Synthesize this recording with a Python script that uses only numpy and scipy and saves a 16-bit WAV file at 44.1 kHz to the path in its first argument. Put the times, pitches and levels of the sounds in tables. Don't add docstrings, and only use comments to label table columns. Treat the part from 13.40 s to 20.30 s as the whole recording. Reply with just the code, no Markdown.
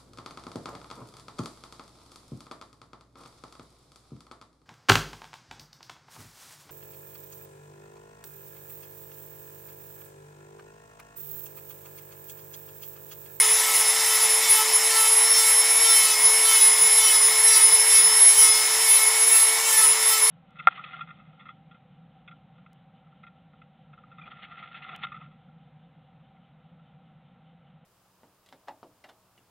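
import sys
import numpy as np
from scipy import signal
from scipy.io import wavfile
from scipy.ndimage import uniform_filter1d, map_coordinates

SR = 44100
rng = np.random.default_rng(int(sys.argv[2]) if len(sys.argv) > 2 else 0)


def unload_wav(signal):
    wavfile.write(
        sys.argv[1],
        SR,
        np.round(np.clip(np.atleast_2d(signal).T, -1, 1) * 32767).astype(np.int16),
    )


N = 304290
TIME_S = np.arange(N) / SR

# time in seconds, 12th order in dB, 5th order in dB.
MOTOR_LEVELS = [(0.0, -33, -27), (0.11, -34.5, -46), (0.35, -44, -34), (0.36, -32, -41.5), (0.96, -33, -40),
                (1.06, -35, -32.5), (1.29, -32.5, -40), (1.79, -36.5, -38.5), (1.94, -24.5, -39),
                (1.98, -29.5, -47), (2.06, -31.5, -33.5), (2.54, -26, -33), (2.58, -27.5, -27.5),
                (2.71, -34, -38), (2.77, -32, -32.5), (5.03, -27, -33.5), (5.05, -27, -32),
                (5.38, -31.5, -37), (5.59, -33, -28.5), (5.75, -36.5, -33), (6.76, -33, -40.5),
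                (6.9, -33, -35)]
# time in seconds, level in dB.
WHINE_LEVELS = [(0.0, -16), (0.19, -22.5), (0.27, -41), (0.36, -19), (0.46, -28), (0.5, -15), (0.57, -28),
                (0.94, -19.5), (1.06, -36), (1.11, -13.5), (1.25, -29.5), (1.36, -17.5), (1.4, -27),
                (1.67, -17.5), (2.3, -19.5), (2.61, -17), (2.78, -26.5), (2.86, -14.5), (2.96, -21.5),
                (3.28, -14), (3.38, -26), (3.42, -15), (3.8, -18), (4.36, -15), (4.44, -21), (4.65, -13),
                (4.71, -23), (4.84, -11), (4.94, -18.5), (5.01, -11.5), (5.19, -24.5), (5.44, -23.5),
                (5.57, -11), (5.59, -23), (5.69, -17), (5.75, -26.5), (5.8, -16), (6.07, -15.5),
                (6.19, -32.5), (6.47, -12.5), (6.61, -29), (6.63, -19.5), (6.73, -22), (6.76, -33),
                (6.84, -17.5), (6.9, -23)]
# shaft order, level in dB.
STEADY_ORDERS = [(2, -48), (3, -44.5), (4, -46.5), (6, -55.5), (7, -48), (8, -42.5), (10, -79), (16, -49),
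                 (17, -42.5), (21, -42), (22, -57), (23, -43), (25, -44), (36, -49)]
# ripple multiple, level in dB re the shaft tone.
RIPPLE_SIDEBANDS = [(1, -10), (2, -9.5), (3, -8.5)]
# start in seconds, end in seconds, drag as settled speed
# loss in turns per second, then a base buzz level in dB for each of BUZZ_CENTRE_ORDERS.
BIT_STROKES = [(-0.1, 0.047, 40.5, -33.5, -50, -49.0, -58), (0.188, 0.414, 42.6, -37.0, -48, -46.5, -57),
               (0.614, 0.849, 46.6, -45, -41, -51, -60.0), (1.039, 1.226, 63.77, -32, -40.0, -48, -55),
               (1.52, 1.674, 50.8, -30, -38.5, -46, -58), (1.951, 2.106, 62.9, -36.5, -40.5, -44, -56),
               (2.463, 2.741, 73.3, -34.5, -38, -45.5, -57.5), (3.07, 3.263, 93, -35, -38.0, -47, -55),
               (3.592, 3.763, 86.9, -37.5, -37.0, -47, -56),
               (4.089, 4.217, 95.2, -35.5, -35.5, -44.0, -57.0),
               (4.519, 4.597, 114.5, -43, -35.5, -42.5, -60), (4.905, 5.091, 82.9, -40.5, -42.5, -44, -56),
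               (5.155, 5.198, 56.74, -62, -36.5, -48.0, -61), (5.434, 5.632, 44.7, -39, -42, -47.0, -54.5),
               (5.907, 6.029, 56.7, -31, -42.5, -47.0, -54),
               (6.268, 6.455, 80.45, -30.5, -43.0, -44.0, -57), (6.705, 6.78, 89.1, -28.5, -42, -47, -50)]
BUZZ_CENTRE_ORDERS = [3, 8, 17, 30]
# shaft order, gain in dB on the base level.
BUZZ_COLOUR = [(2, -8), (3, -2), (4, -4.5), (6, -1.5), (7, -1), (10, 0.5), (13, 4.5), (16, 4), (20, 11),
               (26, 15.5), (30, 15), (36, 12)]
# start in seconds, length in seconds, shaft order, level in dB.
WOOD_SQUEALS = [(1.128, 0.063, 20, -27), (2.482, 0.08, 8, -41), (2.523, 0.11, 7, -33),
                (3.07, 0.059, 7, -28.5), (3.06, 0.063, 21, -29), (3.604, 0.15, 13, -33),
                (3.664, 0.054, 7, -27), (4.065, 0.07, 9, -37), (4.099, 0.12, 13, -34),
                (4.936, 0.15, 7, -38), (4.995, 0.095, 13, -33), (5.067, 0.11, 8, -40.5),
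                (6.349, 0.07, 20, -41), (6.617, 0.12, 8, -45)]
# frequency in Hz, relative density in dB.
HISS_COLOUR = [(30, -35), (100, -39.5), (220, -37), (330, -24), (600, -23), (800, -12), (1500, -11),
               (2700, -7), (4500, -9), (8000, -5.5), (11700, -7.5), (13200, -12), (14900, -11.5),
               (15900, -21)]
# centre in Hz, width in Hz, boost in dB.
SHELL_RESONANCES = [(392, 120, 7.5), (977, 386, 11.5), (1990, 500, 10), (3007, 35, 9), (3880, 360, 5),
                    (5220, 840, 7.5), (6300, 290, 4), (7170, 560, 6), (9330, 870, 4.5), (10520, 120, 13),
                    (12900, 700, 4.5)]

FREE_SPEED_HZ, START_SAG_HZ, INERTIA_S = 466.7, 33.5, 0.62
UNBALANCE_DB, TURN_AWAY_DB_PER_S = -40, -0.25
DAMPING_DB_PER_HZ, DAMPING_S = -0.0313, 0.015
DIG_S, LIFT_S = 0.0975, 0.0786
BUZZ_LEAD_S, BUZZ_LAG_S = 0.021, 0.014
LANDING_DB, LIFTING_DB = [-7.5, -0.5, -0.5, -7], [1, -1.5, 0, -2]
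RIPPLE_HZ, HUM_DB, HISS_DB = 120, -63.5, -24.5
LOW_CUT_HZ, HIGH_CUT_HZ = 150, 15700


def motor(angle):
    twelfth_db, fifth_db = curves(MOTOR_LEVELS)
    drag_hz = wood_drag_hz()
    damping_db = DAMPING_DB_PER_HZ * lagged(drag_hz, DAMPING_S, drag_hz[0])
    shaft_db = UNBALANCE_DB + TURN_AWAY_DB_PER_S * TIME_S + damping_db
    ripple = 2 * np.pi * RIPPLE_HZ * TIME_S
    out = tone(24 * angle, curves(WHINE_LEVELS)[0], rough=0.38, waver_hz=48.45)
    out += tone(12 * angle, twelfth_db, rough=0.35, waver_hz=25.99)
    out += tone(5 * angle, fifth_db, rough=0.41, waver_hz=22.09)
    out += tone(angle, shaft_db, rough=0.21, waver_hz=11)
    for order, db in STEADY_ORDERS:
        out += tone(order * angle, db, rough=0.35, waver_hz=9.5)
    for multiple, db in RIPPLE_SIDEBANDS:
        out += tone(angle + multiple * ripple, shaft_db + db, rough=0.23, waver_hz=13)
    return out + tone(2 * ripple, HUM_DB, rough=0.29, waver_hz=11)


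def shaft_angle():
    speed_hz = FREE_SPEED_HZ - lagged(wood_drag_hz(), INERTIA_S, START_SAG_HZ)
    jitter = 1 + 0.00019 * wander(30).real
    return 2 * np.pi * np.cumsum(speed_hz * jitter) / SR


def wood_drag_hz():
    drag_hz = np.zeros(N)
    for start_s, end_s, load_hz, *_ in BIT_STROKES:
        dig = np.clip((TIME_S - start_s) / DIG_S + 0.5, 0, 1)
        lift = np.clip((end_s - TIME_S) / LIFT_S + 0.5, 0, 1)
        drag_hz += load_hz * dig * lift
    return drag_hz


def cutting_buzz(angle):
    bands_db = contact_db()
    orders, colour_db = np.transpose(BUZZ_COLOUR)
    chatter_db = 3 * wander(32).real
    out = np.zeros(N)
    for order in set(range(2, 37)) - {5, 12, 24}:
        shares = [np.interp(np.log(order), np.log(BUZZ_CENTRE_ORDERS), band) for band in np.eye(4)]
        db = shares @ bands_db + shares[-1] * chatter_db + np.interp(order, orders, colour_db)
        phase = order * angle + rng.uniform(0, 2 * np.pi)
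        out += tone(phase, db, rough=1.52, waver_hz=16 + 1.6 * order)
    chips = np.diff(rng.standard_normal(N + 1)) * np.exp(0.8 * np.cos(angle))
    rasp_db = bands_db[-1] + 13 + chatter_db
    return out + gain_of(rasp_db) * unit_rms(chips)


def contact_db():
    bands_db = np.full((len(BUZZ_CENTRE_ORDERS), N), -99.0)
    for start_s, end_s, _, *middle_db in BIT_STROKES:
        start_s, end_s = start_s - BUZZ_LEAD_S, end_s + BUZZ_LAG_S
        land_db, lift_db = np.add(middle_db, LANDING_DB), np.add(middle_db, LIFTING_DB)
        envelope = [(start_s - 0.012, *(land_db - 30)), (start_s + 0.0055, *land_db),
                    ((start_s + end_s) / 2, *middle_db),
                    (end_s - 0.012, *lift_db), (end_s + 0.025, *(lift_db - 30))]
        bands_db = np.maximum(bands_db, curves(envelope))
    return bands_db


def squeals(angle):
    out = np.zeros(N)
    for start_s, length_s, order, db in WOOD_SQUEALS:
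        swell = np.exp(-(2 * (TIME_S - start_s) / length_s - 1) ** 4)
        out += swell * np.sqrt(2) * gain_of(db) * np.cos(order * angle)
    return out


def fan_and_brush_hiss(angle):
    frames, hz = N // 256 + 5, np.fft.rfftfreq(1024, 1 / SR)
    real, imag, patches = rng.standard_normal((frames, 513, 3)).T
    patches = uniform_filter1d(patches, size=10, axis=0)
    patches_db = 1.31 * unit_rms(uniform_filter1d(patches, size=10, axis=1))
    knots_hz, knots_db = np.transpose(HISS_COLOUR)
    colour_db = np.interp(np.log(hz + 1), np.log(knots_hz + 1), knots_db)
    for centre_hz, width_hz, boost_db in SHELL_RESONANCES:
        colour_db += boost_db / (1 + (2 * (hz - centre_hz) / width_hz) ** 2)
    spectrum = (real + 1j * imag) * gain_of(colour_db[:, None] + patches_db)
    air = unit_rms(signal.istft(spectrum, nperseg=1024, noverlap=768)[1][:N])
    throb = 1 + 0.019 * np.cos(2 * np.pi * RIPPLE_HZ * TIME_S) + 0.12 * np.cos(angle)
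    return gain_of(HISS_DB) * air * throb


def tone(phase, db, rough, waver_hz):
    waver = unit_rms(1 + rough * wander(waver_hz))
    return np.sqrt(2) * gain_of(db) * (np.exp(1j * phase) * waver).real


def wander(rate_hz):
    knots = rng.standard_normal((2, 800))
    grid = np.arange(0, N + 64, 64)
    real, imag = (map_coordinates(row, [grid / SR * rate_hz], order=3) for row in knots)
    return unit_rms(np.interp(np.arange(N), grid, real + 1j * imag))


def curves(table):
    times_s, *columns = np.transpose(table)
    return [np.interp(TIME_S, times_s, column) for column in columns]


def lagged(x, tau_s, initial):
    pole = np.exp(-1 / (SR * tau_s))
    return signal.lfilter([1 - pole], [1, -pole], x, zi=[initial * pole])[0]


def gain_of(db):
    return 10 ** (np.asarray(db) / 20)


def unit_rms(x):
    return x / np.sqrt(np.mean(abs(x) ** 2) + 1e-20)


def scene():
    angle = shaft_angle()
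    tool = motor(angle) + cutting_buzz(angle) + squeals(angle) + fan_and_brush_hiss(angle)
    return np.tile(tool, (2, 1))


def record(dry):
    low_cut = signal.butter(2, LOW_CUT_HZ, "high", fs=SR, output="sos")
    high_cut = signal.firwin(1023, HIGH_CUT_HZ, window=("kaiser", 9), fs=SR)
    return signal.oaconvolve(signal.sosfilt(low_cut, dry), high_cut[None], "same")


dry = scene()
out = record(dry)
unload_wav(out)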